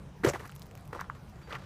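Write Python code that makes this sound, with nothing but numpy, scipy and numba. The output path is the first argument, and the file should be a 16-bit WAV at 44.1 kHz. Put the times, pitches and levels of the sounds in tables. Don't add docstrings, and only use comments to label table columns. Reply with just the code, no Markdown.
import sys
import numpy as np
from scipy import signal
from scipy.fft import rfft, irfft
from scipy.io import wavfile
from scipy.ndimage import uniform_filter1d
from numba import njit

SR = 44100
rng = np.random.default_rng(int(sys.argv[2]) if len(sys.argv) > 2 else 0)


def gain_from_db(level_db):
    decades = np.asarray(level_db, float) / 20
    return 10 ** decades


def persist_wave(psi):
    counts = np.round(np.clip(psi, -1, 1) * 32767).astype(np.int16)
    wavfile.write(sys.argv[1], SR, np.atleast_2d(counts).T)


N = 72765

# pitch_hz, density_db (per Hz)
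TREE_HISS = [
    (15, -36),
    (25, 1),
    (146, -4.5),
    (264, -13),
    (558, -16),
    (978, -18.5),
    (2930, -33.5),
    (5140, -36),
    (15000, -48),
]
# pitch_hz, width_hz, level_db
RUMBLE_BANDS = [
    (80, 62, -53),
    (142.5, 20.4, -53),
    (183.7, 20.7, -57.5),
]
# start_s, length_s, level_db
CRICKET_CHIRPS = [
    (1.428, .028, -65),
    (1.452, .036, -70),
    (1.496, .03, -73),
    (1.612, .025, -73),
]

# start_s, stones_db, thud_db and grit_db (both re stones), decay_s
HEAVY_STEP = [(0.236, -22.5, -4.5, -18, 0.027), (0.246, -19.5, 6.5, -7, 0.0078),
              (0.262, -19, -1, -14.5, 0.011), (0.274, -24, -8, -7, 0.0098), (0.287, -22.5, 4, -11, 0.0078),
              (0.299, -25.5, -1, -23, 0.0063), (0.309, -37, -14, -31, 0.016),
              (0.335, -26, -1.5, -13.5, 0.0065), (0.347, -26.5, -6.5, -17.5, 0.012),
              (0.356, -33.5, -23, -16, 0.01), (0.394, -35, -7, -15, 0.026), (0.431, -41, -18, -17, 0.031),
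              (0.453, -32.5, -11, -16, 0.0065)]
SECOND_STEP = [
    (0.929, -29, -8, -16.5, 0.0076),
    (0.936, -44, -9, -16, 0.014),
    (0.946, -33.5, 2, -13, 0.011),
    (0.959, -40, -12, -14, 0.015),
    (0.973, -37.5, -9, -17, 0.019),
    (0.993, -30, -13, -20, 0.0045),
    (0.999, -30.5, -23, -17.5, 0.0075),
    (1.011, -28.5, -30, -21.5, 0.01),
    (1.041, -42, -18, -18, 0.015),
    (1.149, -42.5, -18, -18, 0.024),
]
LAST_STEP = [(1.413, -48.5, -13, -8.5, 0.028), (1.472, -43.5, -0.5, -12.5, 0.041),
             (1.495, -41.5, -25, -6, 0.017), (1.506, -35.5, -4, -12.5, 0.014),
             (1.514, -35.5, -7.5, -18, 0.023), (1.527, -29.5, -6.5, -11, 0.01),
             (1.542, -28.5, -13, -20, 0.011), (1.552, -27.5, -33, -16.5, 0.0096),
             (1.561, -32.5, -31, -15, 0.0061), (1.584, -44, -4, -8.5, 0.022),
             (1.618, -40.5, -4.5, -14.5, 0.01), (1.636, -47.5, -10, -6, 0.015)]

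# start_s, peak_db, pitch_hz, cycles
SOLE_THUMPS = [
    (.2472, -21.5, 379, 3.4),
    (.236, -21.5, 236, 1.35),
    (0.261, -36.5, 200, 1.5),
    (.269, -20, 131, 1.95),
    (0.24, -31, 98, 1.4),
    (0.96, -38, 520, 2),
    (1.523, -39, 1080, 9),
    (1.534, -39, 1090, 7),
]
# start_s, peak_db, pitch_hz, top_db (bright part re peak)
PEBBLE_TICKS = [(0.2981, -23, 6270, -11), (0.426, -53, 2620, -9), (0.455, -40, 2500, -1),
                (0.4746, -40, 9640, -2), (0.477, -40.5, 2360, -4), (0.4939, -39, 3930, -8),
                (0.4995, -38, 3060, -25), (0.5207, -34.5, 2620, -21), (0.5505, -50, 2780, 11),
                (0.5615, -38.5, 3470, 5), (0.595, -44.5, 4730, 9), (0.6186, -28.5, 4530, -20),
                (0.6241, -38.5, 5130, -4), (0.6098, -54, 3460, 0), (0.645, -54, 4600, -8),
                (0.6584, -49, 4300, 2), (0.6662, -50, 3240, 8), (0.683, -58, 4000, -10),
                (0.7112, -37.5, 2420, -7), (0.752, -37, 2550, 0), (0.7748, -38, 2400, -0.5),
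                (0.7802, -53, 4000, 4), (0.8762, -48, 3500, 5), (0.8507, -50, 2900, 2),
                (0.8549, -46, 2680, -1),
                (1.0088, -32.5, 6160, 3),
    (1.0975, -49, 4000, 2),
    (1.1503, -51, 3640, 0),
    (1.296, -52, 5000, 8),
    (1.3576, -49, 4760, -10),
    (1.5251, -38, 4700, -21),
    (1.5515, -36.5, 4860, -9),
    (1.586, -46, 3500, -16),
    (0.348, -42, 4800, -8),
    (0.3685, -46, 5800, -8),
]
# start_s, peak_db
SAND_TICKS = [(0.3234, -46), (0.3704, -52), (0.4074, -51), (0.4394, -52), (0.4623, -45), (0.5152, -45),
              (0.5546, -43), (0.6304, -48), (0.6574, -54), (0.7164, -58), (0.7946, -55), (0.8081, -51),
              (0.8759, -49), (0.9567, -52)]

# peak_s, peak_db,
# pitch_hz
HEEL_CRACKS = [(0.2396, -23.5, 1860), (0.2421, -32, 1320), (0.2467, -40, 2790), (0.2472, -22, 1480),
               (0.2504, -17, 390), (0.2534, -32, 1320), (0.2628, -21.5, 1760), (0.2665, -26, 700),
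               (0.2682, -25, 1170), (0.274, -27.5, 2220), (0.274, -28, 1320), (0.2756, -19.5, 490),
               (0.281, -42, 3320), (0.2812, -29, 1320), (0.2855, -19, 520), (0.2868, -40, 1110),
               (0.289, -29, 1860), (0.2922, -30, 2350), (0.2941, -31, 1480), (0.299, -29, 2350)]
TOE_CRACKS = [
    (0.3364, -33, 1860),
    (0.3397, -37, 1050),
    (0.3417, -32.5, 350),
    (0.3453, -30, 1800),
    (0.3493, -29, 710),
    (0.3494, -30.5, 1820),
    (0.3594, -32, 1170),
    (0.3595, -32.5, 700),
]
SECOND_STEP_CRACKS = [(0.931, -32, 950), (0.931, -44, 1670), (0.9317, -36, 470), (0.943, -48, 1310),
                      (0.9504, -33.5, 1210), (0.9563, -38, 1170), (0.9619, -35, 920), (0.9938, -29, 1220),
                      (1.0015, -48, 930), (1.0044, -39, 1320), (1.0134, -30, 1550), (1.0141, -29.5, 1020),
                      (1.0214, -44, 1480), (1.0244, -45, 1470), (1.0436, -40, 1230)]
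LAST_STEP_CRACKS = [(1.513, -39, 1690), (1.517, -34, 1760), (1.521, -35, 1170), (1.5244, -38, 1450),
                    (1.5264, -30.5, 3120), (1.5312, -29, 1330), (1.5314, -37, 2600), (1.5364, -38.5, 1130),
                    (1.5514, -33, 2800), (1.553, -42, 1770), (1.5552, -30.5, 1660), (1.5618, -34, 1480),
                    (1.561, -37, 1080)]
SCATTERED_CRACKS = [
    (0.2998, -28, 570),
    (0.3105, -33.5, 700),
    (0.4955, -38, 1370),
    (1.0996, -24, 1177),
    (1.1003, -31.5, 1700),
    (1.109, -55, 1260),
                    (0.2355, -35, 1260), (0.2640, -26, 480), (0.3125, -39, 900), (0.3250, -40, 1610),
                   (0.3990, -43, 990), (0.4030, -43, 420), (0.4340, -44, 900), (0.4460, -43, 1150),
                   (0.4560, -43, 1300), (0.4630, -44, 800), (0.9665, -40, 606), (1.1520, -47.5, 1150),
                   (1.4750, -44, 905), (1.5085, -39, 1500), (1.5450, -37, 1050), (1.5690, -49, 1310)]

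# lowest_hz, highest_hz, cycles, grains_per_s, size_scatter_db, trim_db
SOLE_GRAINS = (69, 179, 3, 303.5, 4.5, -7.5)
THUD_GRAINS = (313, 685, 1.59, 1200, 2.5, -4)
STONE_GRAINS = (916, 2038, 2, 4000.5, 2, -8.5)
GRIT_GRAINS = (1976, 5515, 1.5, 12000, 0.5, -2.5)
SAND_GRAINS = (5492, 15000, 7, 20001.5, -0.5, -11)
SCRAPE_GRAINS = (5300, 7660, 6.9, 7999, 4.8, 4.7)
CRACKLE_GRAINS = (2500, 14000, 2, 400, 4, 0)


def band(hz, width):
    f = np.arange(N // 2 + 1) * SR / N
    bell = 1 / (1 + (2 * (f - hz) / width) ** 4) ** .5
    x = irfft(rfft(rng.standard_normal(N)) * bell, N)
    return x / x.std()


def walk(rate):
    k = int(SR / rate)
    x = uniform_filter1d(uniform_filter1d(rng.standard_normal(N), k), k)
    return (x - x.mean()) / x.std()


@njit
def ring(at, hz, cycles, size):
    y = np.zeros(N)
    for g in range(len(at)):
        turn = np.exp((2j * np.pi - 1 / cycles[g]) * hz[g] / SR)
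        soften = np.exp(-2 * hz[g] / SR)
        z, contact = 2 * size[g] + 0j, 1.
        for i in range(int(at[g]), min(N, int(at[g] + 6 * cycles[g] * SR / hz[g]))):
            z *= turn
            contact *= soften
            y[i] += z.imag * (1 - contact)
    return y


def rings(start_s, hz, cycles, size):
    start_s, hz, cycles, size = np.array(np.broadcast_arrays(start_s, hz, cycles, size), float)
    return ring(start_s * SR, hz, cycles / 2, size)


def swell(start_s, db, decay_s, rise_s):
    start_s, db, decay_s = (np.reshape(v, (-1, 1)) for v in (start_s, db, decay_s))
    dt = np.arange(N) / SR - start_s
    rise = np.clip(dt / rise_s + .5, 0, 1)
    fall = np.exp(-np.maximum(dt, 0) / np.maximum(decay_s, .002))
    return np.sqrt(np.sum((gain_from_db(db) * rise * fall) ** 2, axis=0))


def grains(family, pressure):
    lo_hz, hi_hz, cycles, rate, scatter_db, trim_db = family
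    u = rng.random((40000, 4))
    at = np.cumsum(-np.log(1 - u[:, 0])) / rate * SR
    u, at = u[at < N], at[at < N]
    hz = lo_hz * (min(hi_hz, .45 * SR) / lo_hz) ** u[:, 1]
    sign = np.sign(u[:, 3] - .5)
    size = gain_from_db(scatter_db * np.minimum(-np.log(1 - u[:, 2]), 4)) * sign
    size = size / np.sqrt(np.mean(size ** 2 * cycles / hz) * rate / 4)
    return rings(at / SR, hz, cycles, size * pressure[at.astype(int)] * gain_from_db(trim_db))


def tree_hiss():
    hz, db = np.array(TREE_HISS).T
    swell_db, flicker_db = 0, 2.5
    out, gust = 0, walk(1.5)
    for f in 28 * 2 ** np.arange(0, 9.2, 1 / 3):
        level_db = np.interp(np.log(f), np.log(hz), db) + swell_db * gust + flicker_db * walk(17)
        out = out + band(f, f / 4) * np.sqrt(f) * gain_from_db(level_db)
    return out / out.std() * gain_from_db(-50)


def rumble():
    return sum(gain_from_db(db + 0.49 * walk(12.0)) * band(hz, width) for hz, width, db in RUMBLE_BANDS)


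def cricket():
    t = np.arange(N) / SR
    env = 0
    for start_s, length_s, db in CRICKET_CHIRPS:
        env = env + gain_from_db(db) * np.sin(np.pi * np.clip((t - start_s) / length_s, 0, 1)) ** .5
    pitch_hz, wobble_rad = 4635, .6
    return np.sqrt(2) * env * np.sin(2 * np.pi * pitch_hz * t + wobble_rad * walk(60))


TICK_TOP_HZ, TICK_TOP_CYCLES = 12000, 2.37
BOUNCE_S, TICK_LAG_S = 0.00073, 0.00102


def pebbles():
    start_s, db, hz, top_db = np.array(PEBBLE_TICKS).T
    u = rng.random((len(start_s), 4)).T
    body_cycles = 1.3
    parts = ((hz, body_cycles, 0),
             (hz * 2.07, body_cycles, -10),
             (7940 * (0.72 + 0.17 * u[2]), body_cycles, top_db / 2 + 1),
             (TICK_TOP_HZ * (0.87 + 0.4 * u[1]), TICK_TOP_CYCLES, top_db))
    strike = (0, 0, 1)
    bounce = (BOUNCE_S * (.5 + u[0]), -9, 0.94 + 0.77 * u[3])
    out = np.zeros(N)
    for late_s, gain_db, bend in (strike, bounce):
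        for part_hz, cycles, rel_db in parts:
            pitch = np.minimum(part_hz * bend, .4 * SR)
            out += rings(start_s + late_s + TICK_LAG_S, pitch, cycles, gain_from_db(db + rel_db + gain_db))
    return out


def sand_ticks():
    start_s, db = np.array(SAND_TICKS).T
    out = np.zeros(N)
    for late_s, bend in ((0, 1.05), (BOUNCE_S, .8)):
        out += rings(start_s + late_s + TICK_LAG_S, TICK_TOP_HZ * bend, TICK_TOP_CYCLES, gain_from_db(db + 3))
    return out


def thumps():
    start_s, db, hz, cycles = np.array(SOLE_THUMPS).T
    return rings(start_s, hz, np.maximum(cycles, .5), gain_from_db(db))


def cracks():
    out = np.zeros(N)
    under_foot = HEEL_CRACKS + TOE_CRACKS + SECOND_STEP_CRACKS + LAST_STEP_CRACKS
    for peak_s, db, hz in under_foot + SCATTERED_CRACKS:
        rise_s = 1.25 / hz
        t = np.arange(int(7 * rise_s * SR)) / SR
        at = int((peak_s - rise_s) * SR)
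        env = (t / rise_s * np.exp(1 - t / rise_s)) ** 2
        out[at:at + len(t)] += gain_from_db(db) * env * np.sin(2 * np.pi * hz * t)
    return out


def steps():
    start_s, stones_db, thud_db, grit_db, decay_s = np.array(HEAVY_STEP + SECOND_STEP + LAST_STEP).T
    foot = np.repeat(np.arange(3), [len(HEAVY_STEP), len(SECOND_STEP), len(LAST_STEP)])
    sole_db = thud_db + np.array([-9, -8, -8])[foot]
    sand_db = grit_db + np.array([-0.5, -3, -8.5])[foot]
    rise_s, grit_rise_s, settle_s = 0.0059, 0.007, 0.29
    out = np.zeros(N)
    for family, rel_db in ((SOLE_GRAINS, sole_db), (THUD_GRAINS, thud_db), (STONE_GRAINS, 0)):
        out += grains(family, swell(start_s, stones_db + rel_db, decay_s, rise_s))
    trickle = swell(settle_s, -55, 0.13, rise_s)
    for family, rel_db in ((GRIT_GRAINS, grit_db), (SAND_GRAINS, sand_db)):
        crunch = swell(start_s, stones_db + rel_db, decay_s, grit_rise_s)
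        out += grains(family, np.hypot(crunch, trickle))
    out += grains(CRACKLE_GRAINS, swell(settle_s, -60, .2, rise_s))
    return out + grains(SCRAPE_GRAINS, swell(0.2908, -36.5, 0.0069, 0.022))


def scatter(near):
    t60_s, level_db = 0.11, -13.5
    t = np.arange(SR // 4) / SR
    tail = rng.standard_normal(len(t)) * gain_from_db(-60 * t / t60_s)
    return gain_from_db(level_db) * signal.fftconvolve(near, tail / np.sqrt(np.sum(tail ** 2)))[:N]


def scene():
    background = tree_hiss() + rumble() + cricket()
    near = pebbles() + sand_ticks() + thumps() + cracks() + steps()
    return (background + near + scatter(near))[None]


def band_limit(x):
    return signal.sosfilt(signal.butter(12, 16260, fs=SR, output="sos"), x)


def record(dry):
    low_cut = signal.butter(2, 45, "high", fs=SR, output="sos")
    top_cut = signal.ellip(6, .5, 40, 15300, fs=SR, output="sos")
    mix = signal.sosfilt(np.vstack([low_cut, top_cut]), dry)
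    return band_limit(mix)


dry = scene()
out = record(dry)
persist_wave(out)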